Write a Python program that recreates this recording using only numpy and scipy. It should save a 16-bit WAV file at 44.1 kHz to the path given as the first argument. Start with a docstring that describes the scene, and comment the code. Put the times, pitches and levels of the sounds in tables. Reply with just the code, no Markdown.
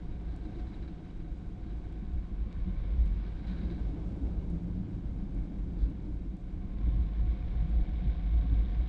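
"""A drift trike coasts down a wet mountain road, heard from aboard.
From the start coarse asphalt shakes the frame (a wandering low tone and dull noise) and drums in the hollow
wheels (tiny random hits through resonances), while wet grit sizzles and wind tears past (shaped noise).
Short skids rasp, drops tick on the housing and gritty scuffs burst out; early on, a few pebbles strike the frame.
The rear wheels scrub sideways through a long bend; on the last straight the headwind and rattle rise."""
import sys
import numpy as np
from scipy import signal
from scipy.fft import rfft, irfft
from scipy.io import wavfile
from scipy.ndimage import uniform_filter1d, map_coordinates

SR = 44100
rng = np.random.default_rng(int(sys.argv[2]) if len(sys.argv) > 2 else 0)


def materialize(psi):
    """Save the field psi as 16-bit PCM at rate SR to the path in sys.argv[1].

    A 1-D psi becomes a single channel; in a 2-D psi each row is a channel.
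    """
    bounded = np.clip(np.atleast_2d(psi).T, -1, 1)
    quanta = np.round(bounded * 32767).astype(np.int16)
    wavfile.write(sys.argv[1], SR, quanta)


N = 391608
TIME = np.arange(N) / SR

# shaking of the frame, from the coarseness of the road and the speed: [t/s, level/dB]
SHAKE_CURVE = [(0, -39), (.7, -40.5), (1.1, -45), (1.95, -41.5), (2.15, -34.5), (2.85, -31.5), (3.07, -26),
               (3.35, -34.5), (4.05, -34.5), (4.95, -36.5), (5.75, -34.5), (6.4, -41.5), (6.7, -34.5),
               (6.85, -29.5), (8.88, -30)]
# headwind: [t/s, level/dB]
WIND_CURVE = [(0, -72.5), (1.3, -77), (2.3, -70), (2.9, -62), (3.3, -68), (4.2, -72.5), (5.4, -72.5),
              (6.45, -72), (6.9, -62.5), (7.5, -61.5), (8.3, -59.5), (8.88, -60.5)]
# bumps and rough patches that throw the frame: [t/s, level/dB, length/s]
ROAD_BUMPS = [(.29, -37.5, 0.022), (.63, -38, 0.028), (.835, -39.5, 0.023), (1.335, -38.5, 0.011),
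              (1.76, -35.5, 0.02), (2.155, -36, 0.019), (2.42, -33, 0.02), (2.935, -30, 0.015),
              (3.01, -24, 0.018), (3.655, -34.5, 0.013), (3.85, -35.5, 0.024), (4.24, -24, 0.011),
              (5.84, -24, .016), (6.12, -31, 0.026), (6.875, -27.5, 0.018), (6.98, -28.5, 0.037),
              (7.21, -25.5, 0.014), (7.3, -28.5, 0.025), (7.61, -29, 0.025), (7.77, -26.5, 0.033),
              (8.085, -22.5, 0.017), (8.37, -23.5, 0.027), (8.56, -25, 0.064), (8.8, -26, 0.016)]
UNEVEN_PER_S = 17  # speed of the road's random unevenness, roughly in changes per second


def from_db(db):
    """Turn decibels into a gain."""
    return 10 ** (np.asarray(db) / 20)


def rms_one(x):
    """Scale a signal to an average power of 1."""
    return x / np.sqrt(np.mean(x ** 2) + 1e-20)


def noise():
    """White noise: an even hiss with all pitches in it."""
    return rng.standard_normal(N)


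def drift(rate):
    """Slow random wandering with spread 1; rate is roughly in changes per second."""
    step = 40  # samples between the computed points
    r = np.exp(-2 * step * np.pi * rate / SR)
    settle = 2000  # points dropped while the filter starts up
    slow_noise = rng.standard_normal(N // step + settle + 2)
    slow = signal.lfilter([1], [1, -2 * r, r * r], slow_noise)[settle:]
    return np.interp(np.arange(N) / step, np.arange(len(slow)), rms_one(slow))


def grains(per_s, spread_db):
    """Tiny hits at random times, of uneven size and either sign; rms 1."""
    size_db = spread_db * np.minimum(rng.exponential(1, N), 4)
    sizes = from_db(size_db) * rng.choice([-1, 1], N)
    return rms_one(sizes * (rng.random(N) < per_s / SR))


def clicks(rows):
    """One single-sample click for each row of time and level."""
    out = np.zeros(N)
    for s, db in rows:
        out[round(s * SR)] = from_db(db)
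    return out


def coloured(x, spectrum):
    """Strengthen and weaken the pitches of a sound to follow a spectrum; rms 1."""
    hz, db = np.transpose(spectrum)
    bins = np.maximum(np.arange(N // 2 + 1) * SR / N, 1)
    gain = from_db(np.interp(np.log(bins), np.log(hz), db))
    return rms_one(irfft(rfft(x) * gain, N))


def resonate(x, modes):
    """Let a sound excite several resonances side by side, with alternating signs; rms 1."""
    out = 0
    for k, (hz, width, db) in enumerate(modes):
        r = np.exp(-np.pi * width / SR)  # a narrower resonance rings longer
        poles = [1, -2 * r * np.cos(2 * np.pi * hz / SR), r * r]
        ring = (1 - r * r) / 2 * signal.lfilter([1, 0, -1], poles, x)
        out = out + (-1) ** k * from_db(db) * ring
    return rms_one(out)


def cut(x, hz, kind, order=2):
    """Keep only what lies below ("low") or above ("high") a frequency."""
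    sos = signal.butter(order, min(hz, SR / 2 - 1), kind, fs=SR, output="sos")
    return signal.sosfilt(sos, x + 1e-18)


def steadied(x, span_s):
    """Even out the swells of a vibration that last longer than span_s."""
    size = max(int(span_s * SR), 2)
    power = uniform_filter1d(uniform_filter1d(x * x, size), size)
    return x / np.sqrt(power + 1e-9)


def wavering(x, share, per_s):
    """Let the pitch wander by a share of itself, by reading the sound now faster, now slower."""
    position = np.arange(N) + np.cumsum(share * drift(per_s))
    return map_coordinates(x, [position], order=3, mode="mirror")


def curve(rows):
    """Join the points of a control with straight lines."""
    return np.interp(TIME, *np.transpose(rows))


def swells(rows):
    """Sum of brief bell-shaped swells in level."""
    return sum(from_db(db) * np.exp(-((TIME - s) / length) ** 2 / 2) for s, db, length in rows)


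def thumps(rows):
    """Sum of short tones that swell and fade smoothly."""
    out = 0
    for s, db, length, hz in rows:
        tone = np.sin(2 * np.pi * hz * (TIME - s))
        out = out + np.sqrt(2) * swells([(s, db, length)]) * tone
    return out


def lull(depth_db):
    """Gain that dips on each smooth patch of road."""
    # smooth patches: [t/s, length/s]
    smooth_patches = [(0.52, 0.02), (0.905, 0.01), (0.998, 0.022), (1.414, 0.0088), (2.282, 0.0094),
                      (2.513, 0.036), (2.84, .01), (3.436, .02), (3.974, 0.016), (4.19, 0.014),
                      (4.889, 0.018), (5.246, 0.016), (5.508, 0.025), (5.919, 0.013), (6.014, 0.012),
                      (6.388, 0.028), (6.698, 0.024), (7.083, 0.01), (7.369, 0.0089), (7.483, 0.0069),
                      (7.673, 0.011), (7.853, .016), (8.447, 0.012), (8.664, 0.013)]
    return from_db(depth_db * swells([(s, 0, length) for s, length in smooth_patches]))


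def with_slip(straight_db, slip_db):
    """Gain that starts from the level when running straight and gains slip_db at full slip."""
    # sideways slip of the rear wheels, greatest in the long bend: [t/s, slip 0-1]
    slip_curve = [(0, 0.6), (.5, 0.6), (1.35, 0.26), (2.4, 0), (3.35, 0.3), (3.55, 0.85), (4.3, 1),
                  (4.85, 1), (5.95, 0.79), (6.35, 0.55), (7.9, 0.56), (8.5, 0.33), (8.88, 0.36)]
    return from_db(straight_db + slip_db * np.maximum(curve(slip_curve), 0))


def frame():
    """The road bounces the frame and flutters the fork over a dull rumble; bumps throw them harder."""
    # spectrum of the rumble: [f/Hz, relative level/dB]
    rumble_spectrum = [(15, -0.5), (30, 8), (60, 0.5), (85, -0.5), (135, -8.5), (230, -27.5), (400, -42.5),
                       (900, -46.5)]
    # resonance of the fork: [f/Hz, width/Hz, relative level/dB]
    fork_modes = [(103.6, 20, 0)]
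    # flutter of the fork: [t/s, level/dB]
    fork_curve = [(0, -58), (.7, -53.5), (1.25, -58.5), (1.65, -47.5), (2.05, -59.5), (3.0, -47.5),
                  (3.5, -50.5), (3.75, -44), (4.1, -42.5), (4.55, -48), (4.85, -40), (5.2, -45),
                  (5.45, -64), (5.75, -43), (6.25, -53.5), (7.0, -48), (8.88, -48)]
    # jolts through the fork: [t/s, level/dB, length/s]
    fork_jolts = [(.54, -44, 0.026), (5.612, -42, 0.0094), (6.874, -41.5, 0.023), (6.956, -40.5, 0.017),
                  (7.568, -42, 0.044), (8.066, -33.5, 0.013), (8.441, -44.5, 0.017), (8.539, -34, 0.017)]
    bounce_hz, wander_share, wander_per_s = 52.43, .11, 16.18

    uneven_shake = from_db(curve(SHAKE_CURVE) + 1.7 * drift(UNEVEN_PER_S))
    shake = uneven_shake * lull(depth_db=-11.5) + swells(ROAD_BUMPS)
    pitch = bounce_hz * (1 + wander_share * drift(wander_per_s))
    bounce = np.sin(2 * np.pi * np.cumsum(pitch) / SR)

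    fork = cut(steadied(resonate(noise(), fork_modes), span_s=0.021), 160, "low", order=4)
    flutter = from_db(curve(fork_curve)) + swells(fork_jolts)

    rumble = cut(coloured(noise(), rumble_spectrum), 690, "low")
    rumble = rumble * from_db(2.0 * drift(8.8)) * lull(depth_db=-0.5)
    # the power below 1 makes the rumble grow more slowly than the bounce
    rumble_gain = from_db(-38.5) * rms_one(shake) ** 0.32
    return shake * bounce + rumble_gain * rumble + flutter * fork


def drumming():
    """How hard the road drums the hollow wheels: more with slip and with shaking."""
    usual_shake_db, follows = -38, 0.2  # dB of drumming per dB of shaking
    coarse = from_db(follows * (curve(SHAKE_CURVE) - usual_shake_db))
    return with_slip(straight_db=-49.5, slip_db=4.5) * coarse


def wheels():
    """Stones of the asphalt drum the hollow wheels and rims; larger ones make them boom and knock."""
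    # resonances of the hollow wheels, then of the rims: [f/Hz, width/Hz, relative level/dB]
    hollow_modes = [(161.8, 8, 2), (193.4, 41, -6.5)]
    rim_modes = [(263, 31.6, 0.13), (318.6, 43.3, -0.63)]
    # blows that make the hollow wheels boom: [t/s, level/dB, length/s, f/Hz]
    boom_blows = [(.553, -44.5, 0.018, 169), (.837, -52, 0.01, 182), (2.034, -41, 0.0085, 189),
                  (2.687, -38.5, 0.017, 182), (3.52, -38, 0.021, 181), (3.635, -34, 0.005, 200),
                  (3.703, -37, 0.019, 175), (4.066, -41, 0.0094, 163), (4.32, -37, 0.015, 173),
                  (4.54, -37.5, 0.039, 168.4), (4.665, -39.5, 0.061, 174.8), (4.8, -37.5, 0.028, 186),
                  (5.236, -37, 0.01, 196), (6.331, -44.5, 0.022, 190), (6.642, -37, 0.0074, 184),
                  (6.81, -39, 0.013, 189), (7.066, -42, 0.016, 177), (7.65, -39, 0.029, 157),
                  (8.039, -39.5, 0.02, 182), (8.449, -39, 0.011, 167)]
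    # coarse stones that knock on the rims: [t/s, level/dB, f/Hz]
    rim_knocks = [(0.461, -43, 306), (.578, -45.5, 342), (0.915, -52, 318), (1.792, -48.5, 295),
                  (2.687, -49, 322), (3.416, -47.5, 293), (3.719, -43, 339), (3.94, -41.5, 299),
                  (4.226, -41.5, 272), (4.54, -45.5, 290), (5.095, -45, 278), (5.226, -46.5, 289),
                  (5.364, -47, 286), (5.889, -41.5, 273), (6.088, -41, 305), (6.546, -50, 297),
                  (8.455, -43.5, 262), (8.525, -42, 278)]
    knock_s = 0.011  # length of a knock

    hollow = resonate(grains(per_s=300, spread_db=1.5), hollow_modes)
    hollow = cut(cut(hollow, 256.0, "low", order=6), 138, "high", order=4)
    rims = resonate(grains(per_s=280, spread_db=4.0), rim_modes)
    rims = cut(cut(rims, 420, "low", order=4), 220, "high", order=4)

    # a small share of each bump reaches the rims
    rim_gain = with_slip(straight_db=-58, slip_db=8) + from_db(-34) * swells(ROAD_BUMPS)
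    rolling = drumming() * steadied(hollow, span_s=0.06) + rim_gain * steadied(rims, span_s=0.048)
    uneven = from_db(1.5 * drift(UNEVEN_PER_S))
    knocks = thumps([(s, db, knock_s, hz) for s, db, hz in rim_knocks])
    return thumps(boom_blows) + knocks + uneven * rolling


def tyres():
    """The tyres scrub over the asphalt and ring at two pitches, the high one always faintly there."""
    # spectrum of the scrub: [f/Hz, relative level/dB]
    scrub_spectrum = [(100, -9), (240, 3.5), (330, 8), (410, 3), (510, -0.5), (640, -4.5), (950, -11),
                      (1280, -18.5), (2000, -29), (4000, -27)]
    # high ring, then low ring: [f/Hz, width/Hz, relative level/dB]
    high_modes = [(722.6, 19, 0)]
    low_modes = [(328, 33, 0)]
    # scrub of the rear sleeves on the asphalt, greatest in the bend: [t/s, level/dB]
    scrub_curve = [(0, -57), (.8, -54.5), (1.15, -57.5), (2.4, -58.5), (2.9, -55.5), (3.35, -57.5),
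                   (3.55, -52), (4.25, -50.5), (4.6, -53), (4.9, -56), (5.25, -53.5), (6.3, -57),
                   (8.88, -59)]
    # stretches where the tyres ring louder: [t/s, high level/dB, low level/dB, length/s]
    louder_rings = [(0.51, -66, -57, 0.31), (1.865, -70, -55, 0.37), (3.805, -70.5, -65.5, 0.51),
                    (8.298, -62.5, -75, 1)]

    scrub = cut(coloured(noise(), scrub_spectrum), 3500, "low") * from_db(1 * drift(12))
    high = cut(steadied(resonate(noise(), high_modes), span_s=0.22), 1000, "low")
    high = wavering(high, share=.007, per_s=13)
    low = cut(steadied(resonate(noise(), low_modes), span_s=0.26), 420, "low", order=4)

    # a faint high ring is there at all times
    high_gain = from_db(-71.5) + swells([(s, db, length) for s, db, _, length in louder_rings])
    low_gain = swells([(s, db, length) for s, _, db, length in louder_rings])
    waver = from_db(0.5 * drift(7.7))  # the high ring's level wavers slightly
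    return from_db(curve(scrub_curve)) * scrub + waver * high_gain * high + low_gain * low


def skidding():
    """Strength of the skids: each bites within milliseconds and dies away."""
    # short gritty skids of the rear wheels: [start t/s, relative level/dB, decay/s]
    skid_rows = [(.275, -77.5, 0.21), (.452, -69, 0.0075), (.545, -75, 0.027), (.665, -72, .03),
                 (.728, -70, 0.024), (.822, -67, 0.016), (.876, -63, 0.0069), (1.665, -76, 0.055),
                 (3.262, -71, 0.031), (3.36, -77, 0.18), (3.466, -66.5, 0.07), (3.572, -75.5, .12),
                 (3.697, -71.5, 0.062)]
    bite_s = .004  # time a skid takes to bite
    out = 0
    for s, db, decay_s in skid_rows:
        since = np.maximum(TIME - s, 0)
        out = out + from_db(db) * (1 - np.exp(-since / bite_s)) * np.exp(-since / decay_s)
    return out


def wet_road():
    """Grit and water crackle under the tyres, ring in the wheel shells and fly off as spray."""
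    # sizzle of water and grit on the road: [t/s, relative level/dB]
    wet_curve = [(0, -75), (.8, -73.5), (1.05, -75), (1.5, -77), (1.75, -75), (2.3, -75.5), (3.15, -73),
                 (3.5, -71), (4.0, -75), (4.5, -77), (5.75, -77.5), (6.35, -78.5), (7.3, -75.5),
                 (8.88, -72.5)]
    # resonances of the wheel shells: [f/Hz, width/Hz, relative level/dB]
    shell_modes = [(1524, 100, 3), (2233, 230, -1.5), (3840, 150, -6)]
    # spectra of the grit, then of the spray: [f/Hz, relative level/dB]
    grit_spectrum = [(500, -8.5), (950, 8), (1300, 5), (1900, -3), (2600, -1), (3300, -1), (4100, -6.5),
                     (4800, -9), (5500, -14.5), (8000, -46)]
    spray_spectrum = [(2000, -8), (4800, 2.5), (6500, 2.5), (8600, -2), (10000, -15), (12000, -25)]
    usual_wind_db, blown_off = -70.5, 0.23  # dB of spray lost per dB of wind

    crackle = coloured(grains(per_s=6000, spread_db=2.0) * from_db(1.0 * drift(16)), grit_spectrum)
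    shell_hits = grains(per_s=2000, spread_db=4.0) * from_db(0.95 * drift(22))
    shells = cut(resonate(shell_hits, shell_modes), 4900, "low", order=4)
    mist = coloured(grains(per_s=18000, spread_db=5.0), spray_spectrum) * from_db(1 * drift(9.8))

    sizzle = from_db(curve(wet_curve)) * (from_db(5.5) * crackle + from_db(4.5) * shells)
    # the headwind carries the spray away
    wind_loss = from_db(-blown_off * (curve(WIND_CURVE) - usual_wind_db))
    spray_gain = with_slip(straight_db=-84.5, slip_db=0.5) * wind_loss
    # skids add loose grit and fainter spray
    thrown_up = skidding() * (from_db(-6) * crackle + from_db(-21) * mist)
    return sizzle + spray_gain * mist + thrown_up


def headwind():
    """Air tears past the housing in quick, uneven puffs of noise and whistles hoarsely in the gusts."""
    # spectrum of the rushing air: [f/Hz, relative level/dB]
    air_spectrum = [(390, -3), (495, 15), (800, -5.5), (1060, 4.5), (1300, -8), (1750, 1), (1950, -6),
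                    (2230, 3.5), (2650, -10.5), (3250, -9), (3700, -8), (4300, -14.5), (5500, -21),
                    (9000, -46.5)]
    # gusts that make the housing whistle: [t/s, level/dB, length/s]
    whistle_gusts = [(1.85, -78, 0.37), (2.65, -71, 0.32), (6.93, -68.5, 0.29), (7.6, -76.5, 0.21),
                     (8.45, -68, 0.18)]
    # resonance of the whistle: [f/Hz, width/Hz, relative level/dB]
    whistle_modes = [(1072, 61, 0)]

    puffs = from_db(2.1 * drift(74) + .5 * drift(7.2))
    rush = coloured(noise() * puffs, air_spectrum)
    whistle = cut(resonate(noise(), whistle_modes), 1400, "low", order=4)
    return from_db(curve(WIND_CURVE)) * rush + swells(whistle_gusts) * whistle


def rattle():
    """The wind sets small loose parts chattering: random knocks through resonances, stronger with wind."""
    # resonances of the loose parts: [f/Hz, width/Hz, relative level/dB]
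    part_modes = [(2080, 140, -3), (3080, 550, -7), (3750, 410, -4)]
    strength = from_db(curve(WIND_CURVE))
    knocks = grains(per_s=190, spread_db=2.2)
    chatter = cut(resonate(knocks, part_modes), 4500, "low", order=6)
    # the power above 1 makes the rattle grow faster than the wind
    return from_db(-75.5) * rms_one(strength ** 1.9) * cut(chatter, 1800, "high")


def skids():
    """The hard rear sleeves rasp over grit: dense tiny hits make them resonate."""
    # resonances of the rasp: [f/Hz, width/Hz, relative level/dB]
    rasp_modes = [(1610, 88, 13.5), (2250, 230, 4), (3900, 260, 7.5), (4920, 130, -4.5)]
    rasp = resonate(grains(per_s=2900, spread_db=4), rasp_modes)
    return from_db(8.5) * skidding() * cut(rasp, 4900, "low", order=6)


def drops():
    """Single drops tick on the resonant housing and scatter into fainter droplets."""
    # drops hitting the housing: [t/s, relative level/dB]
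    drop_hits = [(0.3623, -59), (1.1707, -67.5), (1.9254, -63), (2.135, -65), (3.058, -58.5),
                 (4.501, -60.5), (5.3477, -61), (5.903, -64), (6.3683, -62.5), (7.697, -64.5)]
    # resonances of the housing: [f/Hz, width/Hz, relative level/dB]
    housing_modes = [(4300, 1200, 3), (7700, 3200, 4.5)]
    # the droplets are strongest 4 ms after the drop
    scatter_gain = swells([(s + .004, db, .005) for s, db in drop_hits])
    scatter = scatter_gain * grains(per_s=1000, spread_db=6.5)
    ticks = resonate(clicks(drop_hits) + from_db(-32) * scatter, housing_modes)
    return from_db(-97.0) * cut(ticks, 3000, "high")


def splashes():
    """Wet patches throw a short, broad burst of water and grit, made of many tiny hits."""
    # splashes: [t/s, level/dB, length/s]
    bursts = [(.6, -66, 0.017), (.83, -72.5, 0.012), (5.825, -65, 0.034)]
    # spectrum of a splash: [f/Hz, relative level/dB]
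    splash_spectrum = [(700, 0), (1500, 7), (2800, -6), (3700, 3), (4900, -5.5), (5800, -15), (9000, -28)]
    return swells(bursts) * coloured(grains(per_s=2000, spread_db=3.0), splash_spectrum)


def pebbles():
    """Each flung pebble makes the frame resonate in a short, hard tick."""
    # pebbles flung against the frame: [t/s, peak level before the top is cut/dB]
    pebble_hits = [(.884, -54), (2.5228, -58), (2.528, -46), (3.077, -49)]
    # resonances of the tick: [f/Hz, width/Hz, relative level/dB]
    tick_modes = [(2300, 500, 1), (4000, 700, -1), (6800, 1600, -11)]
    tick = resonate(signal.unit_impulse(SR // 50), tick_modes)
    tick = tick / np.abs(tick).max()
    return cut(signal.fftconvolve(clicks(pebble_hits), tick)[:N], 8000, "low")


def scene():
    """Everything rides along close to the one microphone."""
    road = frame() + wheels() + tyres() + wet_road()
    air = headwind() + rattle()
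    brief = skids() + drops() + splashes() + pebbles()
    return (road + air + brief)[None]


def record(dry):
    """Cut the deepest bass and, steeply, the top."""
    top_cut = signal.butter(16, 10400, fs=SR, output="sos")  # Hz
    return signal.sosfilt(top_cut, cut(dry, 7.0, "high"))


dry = scene()
out = record(dry)
materialize(out)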